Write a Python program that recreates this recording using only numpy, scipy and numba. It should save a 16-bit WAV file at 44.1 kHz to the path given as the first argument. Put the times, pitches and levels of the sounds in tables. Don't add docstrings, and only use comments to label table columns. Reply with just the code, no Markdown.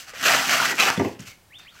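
import sys
import numpy as np
from scipy import signal
from scipy.fft import rfft, irfft
from scipy.io import wavfile
from scipy.ndimage import uniform_filter1d
from numba import njit

SR = 44100
rng = np.random.default_rng(int(sys.argv[2]) if len(sys.argv) > 2 else 0)


def unload_wav(signal):
    wavfile.write(
        sys.argv[1],
        SR,
        np.round(np.clip(np.atleast_2d(signal).T, -1, 1) * 32767).astype(np.int16),
    )


def amplitude_ratio(level_db):
    exponent = np.asarray(level_db, float) / 20
    return 10 ** exponent


N = 79380


def level(x, db):
    return x * amplitude_ratio(db) / np.sqrt(np.mean(x ** 2))


@njit
def svf(x, hz, width):
    y = np.empty(len(x))
    band, low = 0., 0.
    for i in range(len(x)):
        g = np.tan(np.pi * hz[i] / SR)
        k = width / hz[i]
        v = (band + g * (x[i] - low)) / (1 + g * (g + k))
        low += 2 * g * v
        band = 2 * v - band
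        y[i] = k * v
    return y


def walk(rate):
    hold = int(SR / rate)
    steps = rng.standard_normal(N // 40)[np.arange(N) // hold]
    slewed = uniform_filter1d(uniform_filter1d(steps, hold), hold)
    return 0.74 * slewed


def ring(at, hz, t60, push=0.):
    t = np.maximum(np.arange(N) / SR - at, 0)
    decay = np.exp(-np.log(1000) * t / t60)
    onset = 1 - np.exp(-t / push) if push else 1
    return np.sin(2 * np.pi * hz * t) * decay * onset


def air():
    # f/Hz, level/dB per Hz
    air_spectrum = [(18, -18), (30, -15), (114, -10), (208, -18), (399, -22), (874, -22.5), (1080, -25),
                    (1170, -25.5), (15500, -36)]
    knot_hz, knot_db = np.array(air_spectrum).T
    hz = np.maximum(np.arange(N // 2 + 1) * SR / N, 1)
    shape = amplitude_ratio(np.interp(np.log(hz), np.log(knot_hz), knot_db))
    noise = irfft(rfft(rng.standard_normal(N)) * shape, N)
    return level(noise, -58) * amplitude_ratio(1.4 * walk(4.7))


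def bursting_cells():
    cells_per_s, spread_db, judder_db, judder_per_s = 14000, 1.5, 1.5, 160
    burst = rng.random(N) < cells_per_s / SR
    strength = amplitude_ratio(spread_db * rng.exponential(size=N)) * rng.standard_normal(N)
    return burst * strength * amplitude_ratio(judder_db * walk(judder_per_s)) + 1e-18


def tube_body(cells, favour, hollow, hum):
    # f/Hz, width/Hz, level/dB
    tube_modes = [(221, 136, -6), (637, 147, 1), (747, 227, -1.5), (971, 84, -2), (1170, 353, 1),
                  (1554, 443, 2.5), (1930, 348, 2.5), (2506, 570, 1.5), (3130, 866, -3)]
    favour_db, favour_oct, wander_db, wander_per_s, drift = 3.5, 0.61, 2.5, 45, .025
    body = 0
    for k, (hz, width, db) in enumerate(tube_modes):
        lift_db = favour_db * np.exp(-(np.log2(hz / favour) / favour_oct) ** 2)
        lift_db = lift_db + hollow * (700 < hz < 1150) + hum * (hz < 300)
        gain = amplitude_ratio(db + lift_db + wander_db * walk(wander_per_s))
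        centre = hz * (1 + drift * walk(19.35))
        body = body + (-1) ** k * gain * svf(cells, centre, 1. * width)
    return body


def tearing_walls(cells):
    # f/Hz, width/Hz, level/dB
    tear_bands = [(4480, 2480, -11), (6330, 900, -10.5), (7140, 1340, -13), (12140, 6540, -19),
                  (13630, 9600, -20.5)]
    tear = 0
    for k, (hz, width, db) in enumerate(tear_bands):
        centre = np.full(N, 1. * hz)
        band = svf(svf(cells, centre, 2. * width), centre, 1. * width)
        tear = tear + (-1) ** k * amplitude_ratio(db + 2.0 + walk(39.3)) * band
    return tear


def rubbed_and_cut_foam():
    # t/s, effort/dB, favoured f/Hz, brightness/dB
    rub_strokes = [
        [(0.0, -37.5, 2520, 8.5), (0.03, -44, 2500, 9), (0.06, -51, 2070, 6), (0.092, -38, 1780, 4.5),
         (0.132, -51.5, 1810, 0), (.14, -40, 1870, 0.5), (.19, -36, 2110, 4), (0.218, -29.5, 2080, 3),
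         (0.226, -36, 1990, 3)],
        [(1.15, -50, 1550, -3), (1.186, -64, 2280, 2), (1.194, -45, 2180, 3), (1.248, -50.5, 2310, 5.5),
         (1.28, -39.5, 2100, 9.5), (1.402, -74, 1970, 14), (1.43, -78.5, 1720, 13)],
        [(1.585, -52.5, 2800, 9), (1.6, -50, 2660, 2), (1.66, -56.5, 2180, -5), (1.71, -71, 2200, 16),
         (1.75, -53.5, 2550, 6.5), (1.8, -51, 2570, 6)],
    ]
    # t/s, effort/dB, favoured f/Hz, brightness/dB, hollowness/dB
    cut_strokes = [
        [(0.226, -26.5, 1560, 6.5, -1), (.24, -20.5, 1600, 3, 2), (.25, -25.5, 1720, 6, -12),
         (0.255, -15, 1710, 3, -21), (.272, -16, 1760, 1.5, -1), (.284, -13.5, 1800, -0.5, -12),
         (.305, -19.5, 1860, 4.5, 10), (0.32, -17, 1640, 2.5, 2.5), (0.352, -15.5, 1500, -4, -0.5)],
        [(.352, -21, 1970, 4.5, 7.5), (.4, -22, 1910, 2, 4.5), (0.455, -27, 1800, 5.5, 8),
         (0.49, -23, 1670, 3.5, -4.5)],
        [(0.49, -19.5, 1860, -5, -4), (.505, -20.5, 1730, 3.5, 5.5), (0.536, -16.5, 1280, 0.5, -4.5),
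         (.57, -22, 1320, 2.5, 3.5), (.592, -23, 1440, 1.5, 1), (.604, -20, 1540, 2, -9),
         (.616, -25, 1420, 4.5, -3)],
        [(.616, -25.5, 1300, 8, 13.5), (.63, -21, 1280, -0.5, 1), (0.655, -18.5, 1510, 2, 2.5),
         (.68, -26.5, 1800, 3.5, 3), (0.714, -20, 1950, 3.5, -4.5), (0.734, -34.5, 1770, 7, 18.5),
         (0.77, -38, 1890, 14, -16)],
        [(0.77, -30, 2310, 2, 0), (.795, -18, 2500, -0.5, 1), (0.808, -15.5, 2500, 0, -3),
         (0.835, -18.5, 2430, -1, 11.5), (.86, -22, 1590, 4, 4.5), (0.885, -17, 1300, -1.5, 4.5),
         (.905, -22, 1420, -4, 6.5), (0.936, -33.5, 1540, 8, 11.5), (0.975, -32.5, 1900, -6, -12)],
    ]
    # t/s, effort/dB, favoured f/Hz, brightness/dB
    settle_strokes = [
        [(.975, -38, 2100, 5), (1.01, -34.5, 1960, -3), (1.04, -43.5, 1980, 9), (1.06, -40, 1910, 3.5),
         (1.15, -54.5, 2000, 8)],
    ]
    hum_steady, hum_at_db = 0.59, -19.5
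    t = np.arange(N) / SR
    effort, hollow, bright, hum = np.zeros((4, N))
    favour = np.full(N, 1170.)
    for rows in cut_strokes + rub_strokes + settle_strokes:
        s, db, hz, bright_db, *hollow_db = np.array(rows).T
        on = (t >= s[0]) & (t <= s[-1])
        effort_db = np.interp(t[on], s, db)
        effort[on] = amplitude_ratio(effort_db)
        favour[on] = np.interp(t[on], s, hz)
        bright[on] = np.interp(t[on], s, bright_db)
        hollow[on] = np.interp(t[on], s, hollow_db[0]) if hollow_db else 0
        hum[on] = hum_steady * (hum_at_db - effort_db) if hollow_db else 0
    effort = uniform_filter1d(effort, size=90)
    cells = bursting_cells()
    both = tube_body(cells, favour, hollow, hum) + amplitude_ratio(bright) * tearing_walls(cells)
    slow_rms = np.sqrt(uniform_filter1d(both ** 2, size=2600))
    return effort * both / slow_rms


def knocks():
    # t/s, peak level/dB, f/Hz, ring T60/s, hardness/dB
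    knock_events = [(0.134, -35.5, 501, 0.034, 1), (0.977, -10.5, 192, 0.037, -4.5),
                    (0.993, -13, 136, 0.027, 4), (.996, -20.5, 391, 0.042, 6), (.996, -28.5, 693, 0.079, 4),
                    (1.004, -9, 253.5, 0.032, -1.5), (1.016, -9.5, 360, 0.026, -1),
                    (1.026, -21.5, 210, 0.049, -12), (1.046, -17.5, 435, 0.029, 1),
                    (1.056, -8.5, 263, 0.019, -1), (1.067, -16, 343, 0.04, -5),
                    (1.079, -22, 472, 0.031, -9), (1.092, -37, 405, 0.029, 13),
                    (1.105, -25.5, 273, 0.03, -7), (1.1963, -24.5, 169, 0.03, -12),
                    (1.2117, -22.5, 148, 0.017, -19), (1.244, -36.5, 149, 0.03, -25),
                    (1.269, -43, 104, 0.14, -17)]
    # frequency ratio, level/dB
    overtones = [(.55, -16), (1.699, -6.5), (2.4, -7)]
    gain_db, push_s = 5, 0.0027
    boom_hz, boom_db, boom_t60_s = 112.8, -24, .35
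    out = 0
    for at, db, hz, t60, hard_db in knock_events:
        blow = ring(at, hz, t60, push_s)
        for ratio, part_db in overtones:
            blow = blow + amplitude_ratio(part_db + hard_db) * ring(at, ratio * hz, t60, push_s)
        boards = amplitude_ratio(boom_db) * ring(at, boom_hz, boom_t60_s, push_s)
        out = out + amplitude_ratio(db + gain_db) * (blow + boards)
    return out


def snaps():
    # t/s, peak level/dB, f/Hz, ring T60/s, bright edge/dB
    snap_events = [(0.1362, -34, 1980, 0.02, -21), (0.2284, -28, 1520, 0.022, -22),
                   (0.2369, -20, 1530, 0.06, -24), (0.253, -17, 1713, 0.049, -25),
                   (0.283, -13, 2730, 0.014, -9), (0.296, -11.5, 1870, 0.032, -25),
                   (0.347, -9.5, 1330, 0.021, -7.5), (.4947, -10, 1920, 0.011, -9),
                   (0.6007, -11.5, 1415, 0.043, -26), (0.6253, -18, 1190, 0.024, -20),
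                   (0.6446, -20, 1660, .025, -30), (0.655, -15.5, 1640, 0.018, -11),
                   (.782, -14.5, 2350, .012, -19), (0.8, -2, 2410, 0.01, -13),
                   (0.8046, -7.5, 2560, 0.031, -23), (0.805, -12.5, 3980, 0.032, -11),
                   (0.9022, -1, 1380, 0.0032, -10), (.9745, -27, 2230, 0.0064, -8),
                   (.976, -27, 3430, 0.027, -23), (0.9972, -18, 2020, 0.011, -26),
                   (.9966, -29.5, 5840, 0.016, -21), (1.007, -41, 6000, .015, -14),
                   (1.0486, -23.5, 2060, 0.015, -22), (1.0475, -43, 5650, .008, -10),
                   (1.1936, -35.5, 2830, 0.014, -10), (1.195, -41, 5700, 0.0076, 0),
                   (1.205, -42, 1630, 0.022, -4), (1.2046, -35, 6650, 0.014, -14),
                   (1.205, -40, 8100, .012, -10), (1.597, -40, 1420, .01, -11)]
    t = np.arange(N) / SR
    centre = np.full(N, 6000.)
    grit = level(svf(svf(rng.standard_normal(N), centre, 4100.0), centre, 4300.0), 0)
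    out = 0
    for at, db, hz, t60, edge_db in snap_events:
        edge = grit * (t > at) * np.exp(-np.log(1000) * np.abs(t - at) / t60)
        out = out + amplitude_ratio(db) * (ring(at, hz, t60) + amplitude_ratio(edge_db) * edge)
    return out


def creaks():
    # t/s, length/s, level/dB, f/Hz, width/Hz
    creak_events = [(1.71, .035, -56, 1370, 200), (1.747, .012, -52, 1300, 300),
                    (1.759, .014, -50, 1400, 450), (1.771, .01, -55, 1650, 500),
                    (1.786, .02, -48, 1450, 250), (1.632, .016, -55, 3700, 400),
                    (1.647, .012, -56, 3550, 500), (1.6, .08, -57, 4300, 1000), (1.71, .05, -61, 4400, 500),
                    (.685, .05, -26, 1915, 60), (.25, .05, -28, 600, 110), (.32, .04, -30, 620, 90),
                    (1.25, .1, -50, 2200, 250), (.65, .12, -38, 380, 250), (.79, .12, -34, 450, 250)]
    t = np.arange(N) / SR
    slips = (rng.random(N) < 5000 / SR) * rng.standard_normal(N)
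    out = 0
    for at, length, db, hz, width in creak_events:
        centre = np.full(N, 1. * hz)
        swell = np.sin(np.pi * np.clip((t - at) / length, 0, 1))
        tone = swell * svf(svf(slips, centre, 1. * width), centre, 1. * width)
        out = out + level(tone, db) * np.sqrt(np.mean(swell ** 2))
    return out


def bird():
    # t/s, f/Hz, level/dB
    whistles = [
        [(1.5, 1620, -62), (1.52, 2000, -52.5), (1.552, 3250, -45), (1.562, 3563, -46.5), (1.575, 3600, -48),
         (1.592, 3590, -72), (1.603, 3600, -46), (1.61, 3740, -60)],
        [(1.648, 1700, -57), (1.664, 1960, -50), (1.672, 2360, -48.5), (1.683, 3050, -45.5), (1.695, 3410, -49),
         (1.704, 3690, -53), (1.713, 3850, -65)],
    ]
    t = np.arange(N) / SR
    out = 0
    for rows in whistles:
        s, hz, db = np.array(rows).T
        on = uniform_filter1d(1. * ((t > s[0]) & (t < s[-1])), size=200)
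        flutter_db = 4 * walk(320)
        loudness = np.sqrt(2) * amplitude_ratio(np.interp(t, s, db) + flutter_db)
        phase = 2 * np.pi * np.cumsum(np.interp(t, s, hz)) / SR
        out = out + on * loudness * np.sin(phase)
    return out


@njit
def walls(x, lags, gain, damp):
    line, soft, out = np.zeros((8, 4096)), np.zeros(8), np.zeros(len(x))
    for i in range(len(x)):
        total = 0.
        for k in range(8):
            echo = gain[k] * line[k, (i - lags[k]) & 4095]
            soft[k] += (1 - damp) * (echo - soft[k])
            total += soft[k]
        out[i] = soft[0] - soft[3] + soft[5] - soft[6]
        for k in range(8):
            line[k, i & 4095] = x[i] + soft[k] - total / 4
    return out


def scene():
    near = rubbed_and_cut_foam() + knocks() + snaps() + creaks()
    far = bird()
    mic_low_cut = signal.butter(3, 102, "high", fs=SR, output="sos")
    near = signal.sosfilt(mic_low_cut, near)
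    t60_s, damp, near_wet_db, bird_wet_db = 0.38, 0.47, -14, -11
    lags = np.array([331, 467, 593, 719, 877, 1013, 1181, 1367])
    sent = amplitude_ratio(near_wet_db) * near + amplitude_ratio(bird_wet_db) * far
    wet = walls(sent, lags, amplitude_ratio(-60 * lags / SR / t60_s), damp)
    return (near + far + wet + air())[None]


def band_limit(x):
    return signal.sosfilt(signal.butter(12, 17000, fs=SR, output="sos"), x)


def record(dry):
    ceiling, top_hz = .7, 15800
    rounded = ceiling * np.tanh(dry / ceiling)
    top_cut = signal.ellip(10, .2, 80, top_hz, fs=SR, output="sos")
    mix = signal.sosfilt(top_cut, rounded)
    return band_limit(mix)


dry = scene()
out = record(dry)
unload_wav(out)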